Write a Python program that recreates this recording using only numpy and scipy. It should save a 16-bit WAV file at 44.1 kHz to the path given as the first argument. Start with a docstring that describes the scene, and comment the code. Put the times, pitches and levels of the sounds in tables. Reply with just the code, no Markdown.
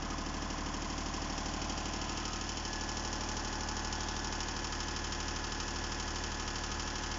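"""Beside a generator in a sheet-steel canopy, its three-cylinder four-stroke diesel governed at 1505 rpm.
Each firing pushes out a low exhaust throb and a metallic knock, and single steel parts ping in time.
Panels and block hum on the orders of the engine cycle; timing gears and fan whine over the cooling air.
The microphone is carried from the alternator past the engine block to the fan guard, so the mix shifts
as it crosses the lobes of the sources and the standing waves in the canopy."""
import sys
import numpy as np
from scipy import signal
from scipy.fft import rfft, irfft, next_fast_len
from scipy.io import wavfile
from scipy.ndimage import uniform_filter1d

SR = 44100
rng = np.random.default_rng(int(sys.argv[2]) if len(sys.argv) > 2 else 0)


def waveform_to_disk(signal):
    """Save audio, clipped to [-1, 1], as 16-bit WAV at the path in sys.argv[1]."""
    frames = np.transpose(np.atleast_2d(signal))
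    scaled = np.clip(frames, -1, 1) * 32767
    samples = np.round(scaled).astype(np.int16)
    wavfile.write(sys.argv[1], SR, samples)


N = 316638
T = np.arange(N) / SR
CYCLE_HZ = 12.5459   # one cycle is two turns of the crank; an order is a multiple of this rate
CYLINDERS, GEAR_ORDER, FAN_ORDER = 3, 68, 100

# The microphone's path. Each row: time in seconds, place (-1 is the far end of the alternator).
# The three main places are 0 alternator, 1 engine block and 2 fan guard.
WALK = [(0, -1.2), (1.5, 0.049), (1.85, 0.08), (2.3, 0.8), (2.75, 0.87), (4.1, 1.17), (4.8, 1.775),
        (7.18, 1.735)]
# The mix. Each entry: a source, then its level in dB at the three places.
LEVELS = {"throb": (-42.5, -42.5, -43), "hum": (-43, -44, -45.5), "block": (-47, -46, -48.5),
          "clatter": (-49, -50, -48), "knock": (-45.5, -45.5, -45), "gear": (-58.5, -50, -55),
          "gear octave": (-57.5, -54, -52), "fan": (-60, -68, -57.5)}
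# The alternator screens the bright sources. Each entry: a source, its loss in dB at place -1.
SCREENED_DB = {"clatter": 2, "knock": 2.5}
# Lobes and nulls of sources that radiate unevenly; the throb, hum and block also dip where the walk crosses a
# node in the canopy. Each row: source, time of crossing in seconds, reach in seconds, boost or dip in dB.
LOBES = [("throb", 2.45, 0.39, -1.6), ("hum", 2.5, 0.28, -1.2), ("block", 2.42, 0.35, -4),
         ("knock", 3.3, 0.41, 0.74), ("gear", 1.6, 0.26, 4.5), ("gear", 4.2, 0.22, 1.3),
         ("gear", 1.06, .1, -5), ("gear", 2.39, 0.11, -11), ("gear", 2.6, .25, -2.5),
         ("gear octave", .3, .25, 0.93), ("gear octave", .93, 0.17, -3.5), ("gear octave", 1.59, 0.1, -15),
         ("gear octave", 2.29, .035, -8), ("gear octave", 2.59, .05, -10), ("gear octave", 2.76, .07, 6),
         ("gear octave", 2.94, .035, 2.5), ("gear octave", 3.15, .2, -1), ("fan", 1.3, 0.4, -8),
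         ("fan", 2.33, 0.12, 11)]
# The hits in one cycle. Each row: start as a share of the cycle, dB over the steady rattle,
# decay of the power in seconds.
IMPACTS = [(0.251, 15.5, 0.0066), (.335, -5, 0.0085), (.587, 8.5, 0.0088), (.587, 12.5, .0014),
           (.93, 7, 0.0052), (.10, 7, 0.0039), (0.672, 8.5, 0.004)]
# Extra travel time of the hits, in seconds, to each of the three places.
TRAVEL_S = (0.001115, .0001, 0.000897)
# The ring of cylinder head and injectors. Each row: frequency in Hz, relative density in dB.
CLATTER_SPECTRUM = [(1150, -16), (1780, -5.5), (1880, -1.5), (2030, -7.5), (2350, -5), (2490, -1.5),
                    (2580, -2), (2960, -2.5), (3050, 1), (3150, -3), (3320, -1.5), (3420, -1.5),
                    (3640, -9.5), (4000, -12.5), (5200, -45), (8800, -120)]
KNOCK_SPECTRUM = [(2290, -42), (3900, -9), (4560, -4), (4680, -1.5), (4800, -4), (5000, 0.5), (5300, 3),
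                  (5650, 1), (6400, -1), (6950, -1.5), (7250, -7.5), (7700, -30.5), (10000, -59.5),
                  (16900, -120)]
# Parts that ring once a cycle. Each row: start as a share of the cycle, pitch in Hz,
# slide in Hz per second, swell time in seconds, level in dB at the three places.
PINGS = [(0.23, 4650, -2, 0.0011, -50, -47, -45), (.255, 5270, 2, .0014, -50, -47, -46.5),
         (.256, 5900, 0, .001, -55, -47, -49), (.252, 6800, -0.5, 0.0017, -52, -52, -58.5),
         (.587, 5500, -2, 0.0013, -58, -42.5, -50.5), (.587, 6720, -1.5, 0.00059, -61, -52.5, -49),
         (.33, 3050, -0.5, 0.0024, -51, -49.5, -53.5), (.755, 1085, -11000, 0.004, -42, -62, -57.5),
         (.465, 1045, -16000, .0027, -46, -63, -55), (.64, 1320, 29000.5, .0045, -64.5, -60, -47.5),
         (.25, 927, 2, .0022, -51, -51.5, -47), (.972, 560, 90000, .0012, -60, -42.5, -50),
         (.17, 966, 2.5, 0.0024, -50.5, -54.5, -54), (.26, 1230, 2, .003, -48.5, -60.5, -47),
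         (.555, 850, -12000, 0.0026, -58.5, -49.5, -53), (0.071, 980, 0.5, .0025, -59, -50.5, -52.5),
         (.46, 920, 1.5, 0.0013, -59.5, -49, -46.5), (.74, 882, 0.5, 0.0033, -59, -50.5, -50.5),
         (.83, 1880, 2.5, 0.0013, -53, -50, -51), (.985, 990, 5, 0.0021, -51.5, -55, -55.5)]
# Combustion and piston blows on the panels. Each row: moment as a share of the cycle, centre in Hz,
# width in Hz, weight in dB at the three places.
PANEL_BLOWS = [(0.0201, 270, 70, -5.5, -0.5, -2.5), (0.2007, 175, 68, 0, -1, 1),
               (.38, 320, 81, 1.5, -14, -15), (.33, 344.6, 63, -13.5, 1, -0.5),
               (.335, 145, 44, -17, -1, -2.5), (.61, 215, 47, 1, -12.5, -12.5),
               (.5, 195, 60, -15.5, 0.5, 1.5), (.68, 292.7, 88.7, -1.5, 3, 1.5), (.845, 241, 54, -2, -1, 0),
               (.39, 430, 60, -3, -25, -20), (.655, 200, 41, -12.5, 2, -2.5)]
# Modes of panels and covers. 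Each row: centre in Hz, width in Hz, relative dB at the three places.
PANEL_MODES = [(64, 12, -60.5, -57.5, -59), (113, 14, -79, -53, -54), (145, 17, -51, -59, -57),
               (199.2, 21, -48, -51, -53), (232, 20, -55.5, -53, -59), (261.2, 9.9, -50, -61.5, -61.5),
               (282.4, 20.8, -49.5, -52, -54), (317, 38, -51, -65.5, -67.5), (346, 14, -61.5, -52, -52.5),
               (378, 80, -62, -61.5, -61), (752, 4.9, -59, -59, -59), (791, 2.9, -56, -68, -64),
               (1012, 7.5, -61.5, -57.5, -57), (1054, 9.6, -55.5, -55.5, -57)]
# The colour of the block at each place. Each row: frequency in Hz, relative density in dB.
BLOCK_AT_ALTERNATOR = [(220, -49), (380, -21), (391, -23), (426, 0.5), (451, -9.5), (488, -3), (601, -8.5),
                       (659, 1), (877, -8.5), (897, -9.5), (970, -3.5), (1070, -3.5), (1180, -6),
                       (1620, -6.5), (1710, -10), (2100, -11), (2730, -40), (4620, -120)]
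BLOCK_AT_ENGINE = [(220, -35.5), (380, -6.5), (524, -6), (571, -10), (622, -5), (678, -10.5), (729, -5),
                   (871, -9), (956, -8), (1020, -5), (1380, -7), (1500, -3), (1590, -8), (1710, -12),
                   (2100, -16), (2730, -40), (4620, -120)]
BLOCK_AT_FAN = [(220, -41), (380, -13), (411, -11), (451, -4.5), (488, -7), (524, -11.5), (640, -8),
                (713, -11), (859, -7), (923, -3.5), (1030, -3), (1150, -8.5), (1220, -8.5), (1400, -4.5),
                (1580, -6.5), (1690, -13), (1830, -10), (2100, -12.5), (2730, -55.5), (4620, -120)]
# Air resonances in the canopy. Each row: time of crossing in seconds, reach in seconds, centre in Hz,
# width in Hz, level at the crest in dB.
STANDING_WAVES = [(0.84, 0.43, 965, 92, -55.5), (1.7, 0.5, 650, 110, -55), (1.6, .35, 770, 80, -53.5),
                  (2.3, 0.16, 1320, 110, -54.5), (1.8, 0.26, 1380, 56, -59), (2.8, 0.08, 1730, 64, -60),
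                  (2.16, 0.42, 2860, 870, -54), (2.92, 0.71, 570, 83, -56), (3.3, .45, 950, 200, -58),
                  (4.1, 0.14, 3400, 610, -54), (0.38, 0.79, 460, 170, -57), (5.95, 1.4, 520, 190, -57.5)]
# The rush of cooling air. Each row: frequency in Hz, relative density in dB.
AIR_SPECTRUM = [(10, -15), (26, -6), (55, -1), (110, -5.5), (200, -5.5), (330, -2.5), (500, -16.5),
                (900, -10), (1500, -30)]


def exhaust_throb(cycles, crest=0.405, octave_crest=0.397, octave_db=-1.5, waver_db=0.75):
    """Exhaust pressure swells once a firing; the silencer passes only the firing rate and its octave."""
    firing = np.cos(2 * np.pi * CYLINDERS * (cycles - crest))
    octave = np.cos(4 * np.pi * CYLINDERS * (cycles - octave_crest))
    return rms_one(firing + from_db(octave_db + waver_db * drift(3.3)) * octave)


def impact_power(cycles, rise_s, uneven_db=0.77):
    """Power envelope of the hits, mean 1: each jumps up and dies away, never twice equally hard."""
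    power = np.ones(N)
    for share, db, decay_s in IMPACTS:
        hit, age = strikes(cycles, share)
        strength = from_db(db + uneven_db * rng.standard_normal(hit.max() + 1))[hit]
        power += strength ** 2 * np.exp(-age / decay_s) * (1 - np.exp(-(age / rise_s) ** 2))
    return power / power.mean()


def steel_rattle(cycles, near, spectrum, power, repeat, struck):
    """Steel rings at each hit over a hiss of the same colour; `struck` is how far it follows the hits."""
    # each place hears its own pattern of ringing
    ring = evened(sum(weight * vibration(cycles, spectrum, repeat) for weight in near), size=300)
    lull = power.min()
    hiss = noise(spectrum) * np.sqrt(1 - struck + struck * lull)
    return ring * np.sqrt(struck * (power - lull)) + hiss


def pings(cycles, near, uneven_db=1.0, slip_rad=0.28):
    """Struck parts swell and fade on their own pitches, nearly alike every cycle; some slide."""
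    out = np.zeros(N)
    for share, hz, slide_hz_per_s, swell_s, *place_db in PINGS:
        hit, age = strikes(cycles, share)
        strength, phase = rng.standard_normal((hit.max() + 1, 2)).T
        envelope = from_db(uneven_db * strength)[hit] * age / swell_s * np.exp(1 - age / swell_s)
        angle = 2 * np.pi * (hz + slide_hz_per_s * age / 2) * age + slip_rad * phase[hit]
        out += from_db(place_db) @ near * envelope * np.sqrt(2) * np.sin(angle)
    return out


def panel_hum(cycles, near, between_firings_db=-4):
    """The blows set the timing of the hum, the panel modes its colour; the firing orders stand out."""
    orders = np.arange(100)
    order_hz = orders * CYCLE_HZ
    blows = mode_power = 0
    for share, hz, width_hz, *place_db in PANEL_BLOWS:
        delay = np.exp(-2j * np.pi * orders * share)
        blows += np.outer(from_db(place_db), delay / (1 + ((order_hz - hz) / width_hz) ** 4))
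    for hz, width_hz, *place_db in PANEL_MODES:
        mode_power += np.outer(from_db(place_db), resonance(order_hz, hz, width_hz)) ** 2
    drive = np.where(orders % CYLINDERS == 0, 1, from_db(between_firings_db)) * blows / abs(blows)
    drive[:, [0, CYLINDERS, 2 * CYLINDERS]] = 0   # the firing rate and its octave belong to the throb
    by_place = drive * np.sqrt(mode_power)
    hum = sum(weight * every_cycle(cycles, partials) for weight, partials in zip(near, by_place))
    return evened(hum, size=round(4 * SR / CYCLE_HZ))   # over four cycles, so the pulse survives


def block_ring(cycles, near, power, repeat=0.77, struck=0.1):
    """The cast block rings on hundreds of higher orders and swells a little with each hit."""
    panel_orders = [*range(32), *(round(hz / CYCLE_HZ) for hz, *_ in PANEL_MODES)]
    taken = [*panel_orders, GEAR_ORDER, 2 * GEAR_ORDER, FAN_ORDER]
    spectra = BLOCK_AT_ALTERNATOR, BLOCK_AT_ENGINE, BLOCK_AT_FAN
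    ring = sum(weight * vibration(cycles, spectrum, repeat, taken)
               for weight, spectrum in zip(near, spectra))
    return evened(ring * np.sqrt(1 - struck + struck * power), size=400)


def standing_waves(cycles, power, repeat=0.85, struck=0.16):
    """Each air resonance blooms and fades as the microphone crosses its pressure crest."""
    grid_hz = np.geomspace(200, 9000, 400)
    out = np.zeros(N)
    for time_s, reach_s, hz, width_hz, db in STANDING_WAVES:
        spectrum = np.column_stack([grid_hz, 20 * np.log10(resonance(grid_hz, hz, width_hz))])
        ring = evened(vibration(cycles, spectrum, repeat), size=900)
        out += from_db(db) * crossing(time_s, reach_s) * ring
    return out * np.sqrt(1 - struck + struck * power)


def whine(cycles, order, flutter_rad=0.084, waver_db=0.5):
    """A gear-tooth or fan-blade tone, bent by the crank speeding up at each firing."""
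    bend = flutter_rad * np.sin(2 * np.pi * CYLINDERS * cycles)
    return from_db(waver_db * drift(25)) * np.sqrt(2) * np.sin(2 * np.pi * order * cycles + bend)


def cooling_air(level_db=-53.0):
    """Moving air lays a dark, steady rush under the engine."""
    return from_db(level_db) * noise(AIR_SPECTRUM)


def vibration(cycles, spectrum, repeat, taken=()):
    """A share `repeat` of the power loops every cycle, skipping the taken orders; the rest is noise."""
    orders = np.arange(700)
    phases = np.exp(2j * np.pi * rng.random(len(orders)))
    partials = gain_at(spectrum, orders * CYCLE_HZ) * phases * ~np.isin(orders, taken)
    return np.sqrt(repeat) * every_cycle(cycles, partials) + np.sqrt(1 - repeat) * noise(spectrum)


def every_cycle(cycles, partials, size=16384):
    """A loop locked to the engine cycle, built from the complex strengths of its orders; rms 1."""
    return rms_one(np.interp(cycles % 1 * size, np.arange(size), irfft(partials, size)))


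def strikes(cycles, share):
    """For a part struck once a cycle: the number of the latest hit and its age in seconds."""
    hit, since = np.divmod(cycles - share + 2, 1)
    return hit.astype(int), since / CYCLE_HZ


def fader(source, place):
    """Gain of a source along the walk: its level by place, less the screening, with its lobes."""
    db = np.interp(place, [0, 1, 2], LEVELS[source]) + SCREENED_DB.get(source, 0) * np.minimum(place, 0)
    for name, time_s, reach_s, lobe_db in LOBES:
        if name == source:
            db += lobe_db * crossing(time_s, reach_s)
    return from_db(db)


def crossing(time_s, reach_s):
    """A bell-shaped fade in and out."""
    return np.exp(-((T - time_s) / reach_s) ** 2 / 2)


def resonance(hz, centre_hz, width_hz):
    """Gain of one steep-sided peak."""
    return 1 / (1 + 2 * ((hz - centre_hz) / width_hz) ** 2)


def noise(spectrum):
    """Coloured noise, rms 1."""
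    length = next_fast_len(N, real=True)
    hz = np.fft.rfftfreq(length, 1 / SR)
    hz = hz[hz < spectrum[-1][0]]
    white = rng.standard_normal((length // 2 + 1, 2))[:len(hz)] @ [1, 1j]
    return rms_one(irfft(white * gain_at(spectrum, hz), length)[:N])


def gain_at(spectrum, hz):
    """Gain of a spectrum at the given frequencies; silent beyond its ends."""
    points_hz, db = np.transpose(spectrum)
    return from_db(np.interp(np.log(hz + 1e-9), np.log(points_hz), db, left=-200, right=-200))


def drift(rate_hz, hop=32):
    """A slow random wander, rms 1."""
    steps = np.arange(0, N + hop, hop)
    hz = np.fft.rfftfreq(len(steps), hop / SR)
    slow = irfft(rfft(rng.standard_normal(len(steps))) / (1 + (hz / rate_hz) ** 2), len(steps))
    return np.interp(np.arange(N), steps, rms_one(slow))


def evened(x, size):
    """A leveller: holds the sound at rms 1 over stretches of `size` samples."""
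    return x / np.sqrt(uniform_filter1d(x ** 2, size=size) + 1e-20)


def rms_one(x):
    return x / np.sqrt(np.mean(x ** 2) + 1e-20)


def from_db(db):
    return 10 ** (np.asarray(db) / 20)


def scene(near_rise_s=0.00045, screened_rise_s=0.0012, overtone_db=-16):
    """One crankshaft drives the engine's layers; one walking microphone feeds both channels."""
    # the governor lets the crank run slightly ahead and behind
    cycles = CYCLE_HZ * T + 0.003 * drift(0.3) + 0.0001 * drift(6)
    place = np.interp(T, *np.transpose(WALK))
    distance = abs(np.clip(place, 0, 2) - np.arange(3)[:, None])
    near = np.sqrt(np.clip(1 - distance, 0, 1))   # equal-power crossfade of the three places
    arriving = cycles - CYCLE_HZ * (np.array(TRAVEL_S) @ near ** 2)
    # at the alternator the knocks arrive by reflection inside the canopy, with a softer attack
    power = impact_power(arriving, near_rise_s + screened_rise_s * near[0] ** 2)
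    out = fader("block", place) * block_ring(cycles, near, power)
    out += fader("throb", place) * exhaust_throb(cycles)
    out += fader("hum", place) * panel_hum(cycles, near)
    clatter = steel_rattle(cycles, near, CLATTER_SPECTRUM, power, repeat=0.75, struck=0.62)
    knock = steel_rattle(cycles, near, KNOCK_SPECTRUM, power, repeat=0.8, struck=0.96)
    out += fader("clatter", place) * clatter + fader("knock", place) * knock
    out += pings(arriving, near) + standing_waves(cycles, power)
    out += fader("gear", place) * whine(cycles, GEAR_ORDER)
    gear_octave = whine(cycles, 2 * GEAR_ORDER, flutter_rad=0.035, waver_db=0)
    gear_overtone = from_db(overtone_db) * whine(cycles, 4 * GEAR_ORDER)
    out += fader("gear octave", place) * (gear_octave + gear_overtone)
    out += fader("fan", place) * whine(cycles, FAN_ORDER, waver_db=4.5)
    out += cooling_air()
    return np.array([out, out])


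def record(dry, cutoff_hz=7500):
    """A steep low-pass takes off the top."""
    return signal.sosfilt(signal.ellip(10, 0.2, 70, cutoff_hz, fs=SR, output="sos"), dry)


dry = scene()
out = record(dry)
waveform_to_disk(out)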